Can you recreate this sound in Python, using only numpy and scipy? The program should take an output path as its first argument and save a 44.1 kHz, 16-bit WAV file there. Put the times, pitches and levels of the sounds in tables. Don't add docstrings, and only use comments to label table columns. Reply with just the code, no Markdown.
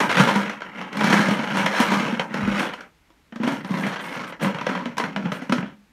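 import sys
import numpy as np
from scipy import signal
from scipy.fft import rfft, irfft
from scipy.io import wavfile
from scipy.ndimage import uniform_filter1d

SR = 44100
rng = np.random.default_rng(int(sys.argv[2]) if len(sys.argv) > 2 else 0)


def master_out(mix):
    frames = np.transpose(np.atleast_2d(mix))
    ceiling = np.clip(frames, -1, 1)
    pcm = np.round(ceiling * 32767).astype(np.int16)
    wavfile.write(sys.argv[1], SR, pcm)


N = 261072
TIME = np.arange(N) / SR


def gain_of(db):
    return 10 ** (np.asarray(db) / 20)


def unit_rms(x):
    return x / np.sqrt(np.mean(x ** 2) + 1e-20)


def unit_energy(x):
    return x / np.linalg.norm(x, axis=-1, keepdims=True)


def decay(t, t60):
    return np.exp(-np.log(1000) * t / t60)


def read(points, hz):
    f, value = np.transpose(points)
    return np.interp(np.log(hz + 1), np.log(f + 1), value)


def steep(x, hz, side, order=4):
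    return signal.sosfilt(signal.butter(order, hz, side, fs=SR, output="sos"), x)


def add(mix, s, sound):
    part = mix[max(round(s * SR), 0):][:len(sound)]
    part += sound[:len(part)]


def movement(start_s, build_s, settle_s, db):
    t = TIME - start_s
    ramp = np.minimum(t / build_s, 1 - (t - build_s) / settle_s)
    return gain_of(db) * np.maximum(ramp, 0) ** 1.003


def noise(spectrum):
    colour = gain_of(read(spectrum, np.fft.rfftfreq(N, 1 / SR)))
    return unit_rms(irfft(rfft(rng.standard_normal(N)) * colour, N))


def dying_noise(t60s, count, size):
    hz, centres = np.fft.rfftfreq(size, 1 / SR), np.geomspace(200, 12800, 7)
    white, out = np.exp(2j * np.pi * rng.random((count, len(hz)))), 0
    for centre, share in zip(centres, np.eye(len(centres))):
        t60 = read(t60s, centre)
        band = irfft(white * read(np.c_[centres, share], hz), size)
        out = out + band * decay(TIME[:size], t60) / np.sqrt(t60)
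    return unit_energy(out)


def cap_rings(count, size, modes=12):
    t, (place, force) = TIME[:size], rng.random((2, count, modes, 1))
    hz = 1200 + 14000 * (np.arange(modes)[:, None] + place) / modes
    rings = force * np.sin(2 * np.pi * hz * t) * decay(t, t60=0.035)
    return unit_energy(rings.sum(axis=1))


# (frequency [Hz], level [dB])
CLACK_SPECTRUM = [(180, -5.5), (300, 4.5), (366, -1.5), (601, 4.5), (697, 1), (954, 4.5), (1160, 1),
                  (1310, 5), (1850, 0.5), (2110, 1), (3090, -10.5), (4900, -36.5), (5500, -32), (9490, -56),
                  (15600, -67)]
# (frequency [Hz], t60 [s])
BARREL_DECAY = [(400, .03), (1500, .022), (4000, .012), (12000, .008)]
# (frequency [Hz], t60 [s])
HOLLOW_DECAY = [(200, 0.22), (1000, 0.31), (4000, 0.093), (12000, 0.49)]

def clacks(barrel_hz, bounce_db, cap_db, size=4096):
    count, hz, t = len(barrel_hz), abs(np.fft.fftfreq(size, 1 / SR)), TIME[:size]
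    octaves_off = np.log2((hz + 1) / barrel_hz[:, None])
    ring_db = 7 * np.exp(-(octaves_off / 0.24) ** 2)
    log_gain = np.log(gain_of(np.maximum(read(CLACK_SPECTRUM, hz) + ring_db, -80)))
    colour = np.fft.ifft(np.exp(np.conj(signal.hilbert(log_gain)))).real[:, :size // 2]
    contact = dying_noise(BARREL_DECAY, count, size) + gain_of(cap_db) * cap_rings(count, size)
    contact *= 1 - np.exp(-t / 0.00066)
    lags = (rng.uniform(0.001, 0.004, count) * SR).astype(int)
    far_ends = dying_noise(BARREL_DECAY, count, size)
    rebound = np.array([np.roll(burst, lag) for burst, lag in zip(far_ends, lags)])
    bounces = dying_noise(HOLLOW_DECAY, count, size) * (1 - np.exp(-t / 0.0023))
    bursts = contact + gain_of(-3) * rebound + gain_of(bounce_db) * bounces
    bursts = signal.fftconvolve(bursts, colour, axes=1)[:, :size]
    body = steep(bursts, 3500, "low")
    edge = steep(bursts, [4200, 7400], "band")
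    tick = steep(bursts, [8400, 15000], "band")
    return unit_energy(np.array([body, edge, tick]))


# (multiple of its pitch, level [dB], t60 [s])
BOTTOM_MODES = [(.74, -18, 0.2), (1, 19.5, 0.11), (1.28, 6.5, 0.11), (1.95, -39, .03),
                (2.701, -15.5, 0.076)]

def thump(hz, rise_s=0.0013):
    t = TIME[:5000]
    ring = sum(gain_of(db) * decay(t, t60) * np.sin(2 * np.pi * hz * ratio * t)
               for ratio, db, t60 in BOTTOM_MODES)
    return unit_energy(ring * (1 - np.exp(-t / rise_s)))


def collisions(sounds, per_s, spread_db, window=2200):
    hits = rng.random(N) < per_s / SR
    force = hits * gain_of(spread_db * np.clip(rng.standard_normal(N), -2, 2))
    active, turnover_per_s = 9, 45
    which = (rng.integers(0, active, N) + (TIME * turnover_per_s).astype(int)) % sounds.shape[1]
    out = np.zeros((len(sounds), N))
    for at in np.flatnonzero(force):
        for track, sound in zip(out, sounds[:, which[at]]):
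            add(track, at / SR, force[at] * sound)
    power = uniform_filter1d(uniform_filter1d(out ** 2, window), window // 2)
    return out / np.sqrt(abs(power) + 0.0084 * power.mean(axis=1, keepdims=True))


def sliding_heap(slides, per_s, spread_db, bottom_hz, body_db, edge_db, tick_db, drum_db, brightening):
    markers = clacks(rng.permutation(np.geomspace(700, 3600, 110)), bounce_db=-3, cap_db=-3)
    body, edge, tick = collisions(markers, per_s, spread_db)
    pitches = rng.permutation(np.geomspace(*bottom_hz, 12))
    thumps = np.array([(-1) ** k * thump(hz) for k, hz in enumerate(pitches)])
    drum, = collisions(thumps[None], per_s=140, spread_db=2, window=1500)
    powers = np.array([movement(*slide) ** 2 for *slide, _ in slides])
    motion = np.sqrt(powers.sum(axis=0))
    drumming = np.sqrt(gain_of([db for *_, db in slides]) ** 2 @ powers)
    treble = (gain_of(edge_db) * edge + gain_of(tick_db) * tick) * (motion / motion.max()) ** brightening
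    return motion * (gain_of(body_db) * body + treble) + gain_of(drum_db) * drum * drumming


# (start [s], build-up [s], settling [s], relative level [dB], drum offset [dB])
SWINGS = [(0.0, 0.0069, 0.17, -23, -0.5), (0.085, 0.029, 0.15, -20, -22), (0.14, 0.052, .15, -18, 0),
          (0.24, 0.047, 0.34, -23, -4), (0.59, 0.078, 0.15, -37.5, -4.5), (0.72, 0.07, 0.2, -32.5, -1),
          (0.91, .2, 0.4, -19, 1.5), (1.36, 0.075, 0.27, -28, -3), (1.43, 0.17, .15, -23, 3),
          (1.65, 0.15, .15, -19.5, -17), (1.83, 0.095, 0.36, -22, 0.5), (2.26, 0.13, 0.25, -29, 5.5),
          (2.39, 0.21, 0.17, -24, -6), (2.77, 0.013, 0.12, -40, -9)]

def shaking():
    return sliding_heap(SWINGS, per_s=440, spread_db=0.35, bottom_hz=(192.7, 224.5),
                        body_db=-3.5, edge_db=-15.5, tick_db=-25, drum_db=-4, brightening=0.48)


# (frequency [Hz], t60 [s], level at resonance [dB])
AIR_MODES = [(201, 0.68, 0), (484.5, 0.021, -1), (555, 0.3, 2), (972, 0.07, -1.5), (1176, 0.17, -30),
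             (1628, 0.028, -8), (2020, 0.13, -11), (3242, 0.004, 4)]

def bucket_air(x):
    t = TIME[:8000]
    waves = sum(gain_of(db) * 2 * np.log(1000) / (t60 * SR) * decay(t, t60) * np.cos(2 * np.pi * hz * t)
                for hz, t60, db in AIR_MODES)
    return steep(x + signal.oaconvolve(x, waves)[:N], 122, "high", order=6)


# (frequency [Hz], t60 [s])
ROOM_DECAY = [(200, 0.33), (1000, 0.24), (4000, 0.15), (12000, 0.028)]

def living_room(x, wet_db=-11, delay_s=0.007, moves_per_s=3):
    out = x.copy()
    for k, tail in enumerate(dying_noise(ROOM_DECAY, count=3, size=24000)):
        share = np.sqrt(2 / 3) * np.cos(np.pi * (moves_per_s * TIME + k / 3))
        add(out, delay_s, gain_of(wet_db) * signal.oaconvolve(x * share, tail))
    return out


# (frequency [Hz], relative level [dB])
ROOM_TONE_SPECTRUM = [(18, -30.5), (30, -2), (75, -6), (108, -12), (243, -8), (456, -16.5), (533, -21.5),
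                      (900, -17), (1140, -20.5), (2030, -19), (4800, -28.5), (6570, -31), (10300, -37),
                      (12000, -34), (15600, -45.5)]

def room_tone():
    return gain_of(-60.5) * noise(ROOM_TONE_SPECTRUM)


def blows(rows, bounce_db, body_db, edge_db, tick_db, thump_db):
    out = np.zeros(N)
    times, clack_db, bright_db, barrel_hz, bottom_db, bottom_hz = np.transpose(rows)
    body, edge, tick = clacks(barrel_hz, bounce_db, cap_db=-5)
    for k, s in enumerate(times):
        treble = gain_of(edge_db + bright_db[k] / 2) * edge[k] + gain_of(tick_db + bright_db[k]) * tick[k]
        add(out, s, gain_of(clack_db[k]) * (gain_of(body_db) * body[k] + treble))
        add(out, s, gain_of(bottom_db[k] + thump_db) * thump(bottom_hz[k]))
    return out


# (time [s], clack [dB], brightness [dB], barrel pitch [Hz], thump [dB], bottom pitch [Hz])
CRASHES = [(0.002, -7, 2.5, 970, -27.5, 292), (0.169, -8, -2, 950, -17, 169),
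           (0.196, -5, 3, 1190, -9.5, 196), (0.286, -8, -1, 940, -39, 208),
           (0.357, -12, 2.5, 960, -15.5, 205), (1.007, -11, -4, 970, -26, 200),
           (1.125, -5, 2.5, 850, -30, 218), (1.192, -11, 1, 1620, -18.5, 196),
           (1.309, -14.5, 3, 960, -15, 207.4), (1.57, -13, 6.5, 960, -26.5, 255),
           (1.8, -8.5, 8.5, 960, -13, 243), (1.918, -10.5, 1, 1060, -19.5, 239),
           (2.476, -23, 1, 960, -16, 239), (2.594, -14, 6.5, 876, -24.5, 253),
           (3.433, -17, -2, 940, -18, 241), (3.474, -13.5, 0.5, 634, -20, 277),
           (3.521, -22, 6.5, 880, -34, 267), (3.835, -16.5, -15, 2064, -30, 192),
           (3.865, -18.5, 5, 760, -24.5, 155), (4.426, -16, 4.5, 565, -24, 189.8),
           (4.445, -14.5, -7, 975, -18.5, 185), (4.466, -16.5, -6, 560, -21, 189),
           (4.544, -19, -6, 1010, -27.5, 157), (4.69, -15.5, -5, 1360, -26.5, 190),
           (4.75, -15, -10, 1010, -34, 189), (5.254, -20.5, -12, 880, -21, 176),
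           (5.42, -27, 1.5, 750, -31.5, 262)]

def crashes():
    return blows(CRASHES, bounce_db=5, body_db=17.5, edge_db=-0.5, tick_db=-6.5, thump_db=25.5)


# (time [s], clack [dB], brightness [dB], barrel pitch [Hz], thump [dB], bottom pitch [Hz])
SINGLE_KNOCKS = [(0.093, -12.5, 3.5, 1520, -50, 318), (0.272, -15, -8, 993, -31, 203),
                 (0.495, -19, 4, 1960, -57, 200), (0.605, -29, 2, 1440, -53, 197),
                 (0.618, -20.5, -6, 1420, -68, 319.3), (0.813, -22, -3, 870, -49, 201),
                 (0.928, -25.5, 10, 2180, -29.5, 213), (0.969, -20.5, 13.5, 2110, -24.5, 201),
                 (1.041, -14, 13, 945, -19, 222), (1.284, -16.5, 10, 604, -13.5, 189),
                 (1.391, -16.5, -6, 930, -23, 232), (1.66, -9, 7.5, 1980, -24, 207),
                 (2.125, -27, 6, 950, -18, 230), (2.195, -11, 2, 890, -25, 184),
                 (2.341, -17.5, 6, 840, -28, 252), (2.735, -22.5, 6.5, 2730, -75, 181),
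                 (2.806, -29.5, 8, 1460, -70, 199), (3.102, -47.5, 4.5, 970, -58, 329),
                 (3.323, -32, -12, 720, -33, 232), (3.358, -28, 5, 610, -28.5, 230),
                 (3.4, -33, -12, 603, -19, 225), (3.646, -24, 4, 964.4, -27, 194),
                 (3.706, -32, 15, 960.5, -17.5, 188), (3.739, -22, -10, 980, -20, 191),
                 (3.938, -25.5, 1, 1570, -36, 151), (4.323, -25, -7, 1910, -62, 284),
                 (4.585, -21, -2, 2320, -41, 199), (4.611, -17.5, -2, 970, -31, 149),
                 (4.666, -12, -1, 576, -31, 190), (4.856, -20, 1, 544, -25.5, 238),
                 (4.969, -24, 6, 960, -33, 205), (4.98, -14.5, 13.5, 1020, -49, 223),
                 (4.998, -12, -6, 950, -43, 256), (5.038, -16, -2, 1470, -54, 210),
                 (5.161, -15, -1.5, 630, -22.5, 199), (5.318, -16, 2.5, 576, -29.5, 158),
                 (5.495, -20, 4, 1020, -16.5, 204), (5.522, -9.5, 5.5, 586, -14.5, 249),
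                 (5.581, -19.5, -10, 1270, -18, 186), (5.626, -24.5, -24, 622, -25.5, 207)]

def knocks():
    return blows(SINGLE_KNOCKS, bounce_db=-1.5, body_db=17, edge_db=0, tick_db=-13.5, thump_db=24.5)


# (time [s], pitch [Hz], level [dB], t60 [s])
SHELL_BOOMS = [(0.195, 137, -16, 0.13), (2.427, 109, -24.5, 0.042), (2.456, 54, -35, 0.24),
               (4.453, 139, -36, 0.091)]

def shell_flex(rise_s=0.012):
    out, t = np.zeros(N), TIME[:16000]
    for s, hz, db, t60 in SHELL_BOOMS:
        swell = (1 - np.exp(-t / rise_s)) ** 2 * decay(t, t60)
        add(out, s, gain_of(db) * swell / swell.max() * np.sin(2 * np.pi * hz * t))
    return out


# (start [s], build-up [s], release [s], relative level [dB])
HAND_STROKES = [(1.323, .006, 0.036, -44), (3.61, 0.22, 0.091, -50), (4.001, 0.013, 0.25, -49.5),
                (4.26, .025, 0.049, -53), (4.405, 0.027, 0.063, -43), (5.31, 0.031, 0.068, -49)]

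def hand_brush(grain_db=3):
    slips = gain_of(grain_db * unit_rms(uniform_filter1d(rng.standard_normal(N), 130)))
    hiss = noise([(2000, -30.5), (7000, -2), (9600, 8.5), (10600, -13), (12400, 5), (16000, -23)])
    return gain_of(-4) * unit_rms(slips * hiss) * sum(movement(*stroke) for stroke in HAND_STROKES)


# (start [s], build-up [s], settling [s], level [dB])
LAP_LANDING = [(2.43, .058, 0.051, -34)]

def lap_rub():
    rub = noise([(20, -23), (38, -8), (55, -1), (100, -21), (160, 3), (500, -70.5)])
    return rub * sum(movement(*bump) for bump in LAP_LANDING)


# (start [s], build-up [s], settling [s], relative level [dB], drum offset [dB])
HAND_PUSHES = [(3.39, 0.067, 0.23, -33.5, 4.5), (3.63, 0.15, 0.21, -32.5, 3),
               (3.8, 0.14, 0.23, -33.5, -10.5), (3.94, 0.25, 0.19, -33.5, -4), (4.39, 0.03, 0.19, -32.5, 2),
               (4.58, 0.13, 0.29, -36, 3), (4.96, 0.059, 0.18, -37, 3.5), (5.16, 0.091, 0.1, -40.5, 10.5),
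               (5.31, 0.038, 0.2, -40, 0), (5.5, 0.05, 0.21, -39, 4.5)]

def rummaging():
    return sliding_heap(HAND_PUSHES, per_s=330, spread_db=0.5, bottom_hz=(166.4, 285),
                        body_db=0, edge_db=-15.5, tick_db=-29.5, drum_db=0.5, brightening=0.2)


def scene():
    inside = knocks() + crashes() + shaking() + rummaging() + hand_brush()
    markers = living_room(bucket_air(inside))
    return (markers + shell_flex() + lap_rub() + room_tone())[None]


def record(dry):
    thin = steep(dry, 36, "high")
    band_limit = signal.firwin(511, 15800, window=("kaiser", 9), fs=SR)
    return signal.oaconvolve(np.clip(thin, -1, 1), band_limit[None], "same")


dry = scene()
out = record(dry)
master_out(out)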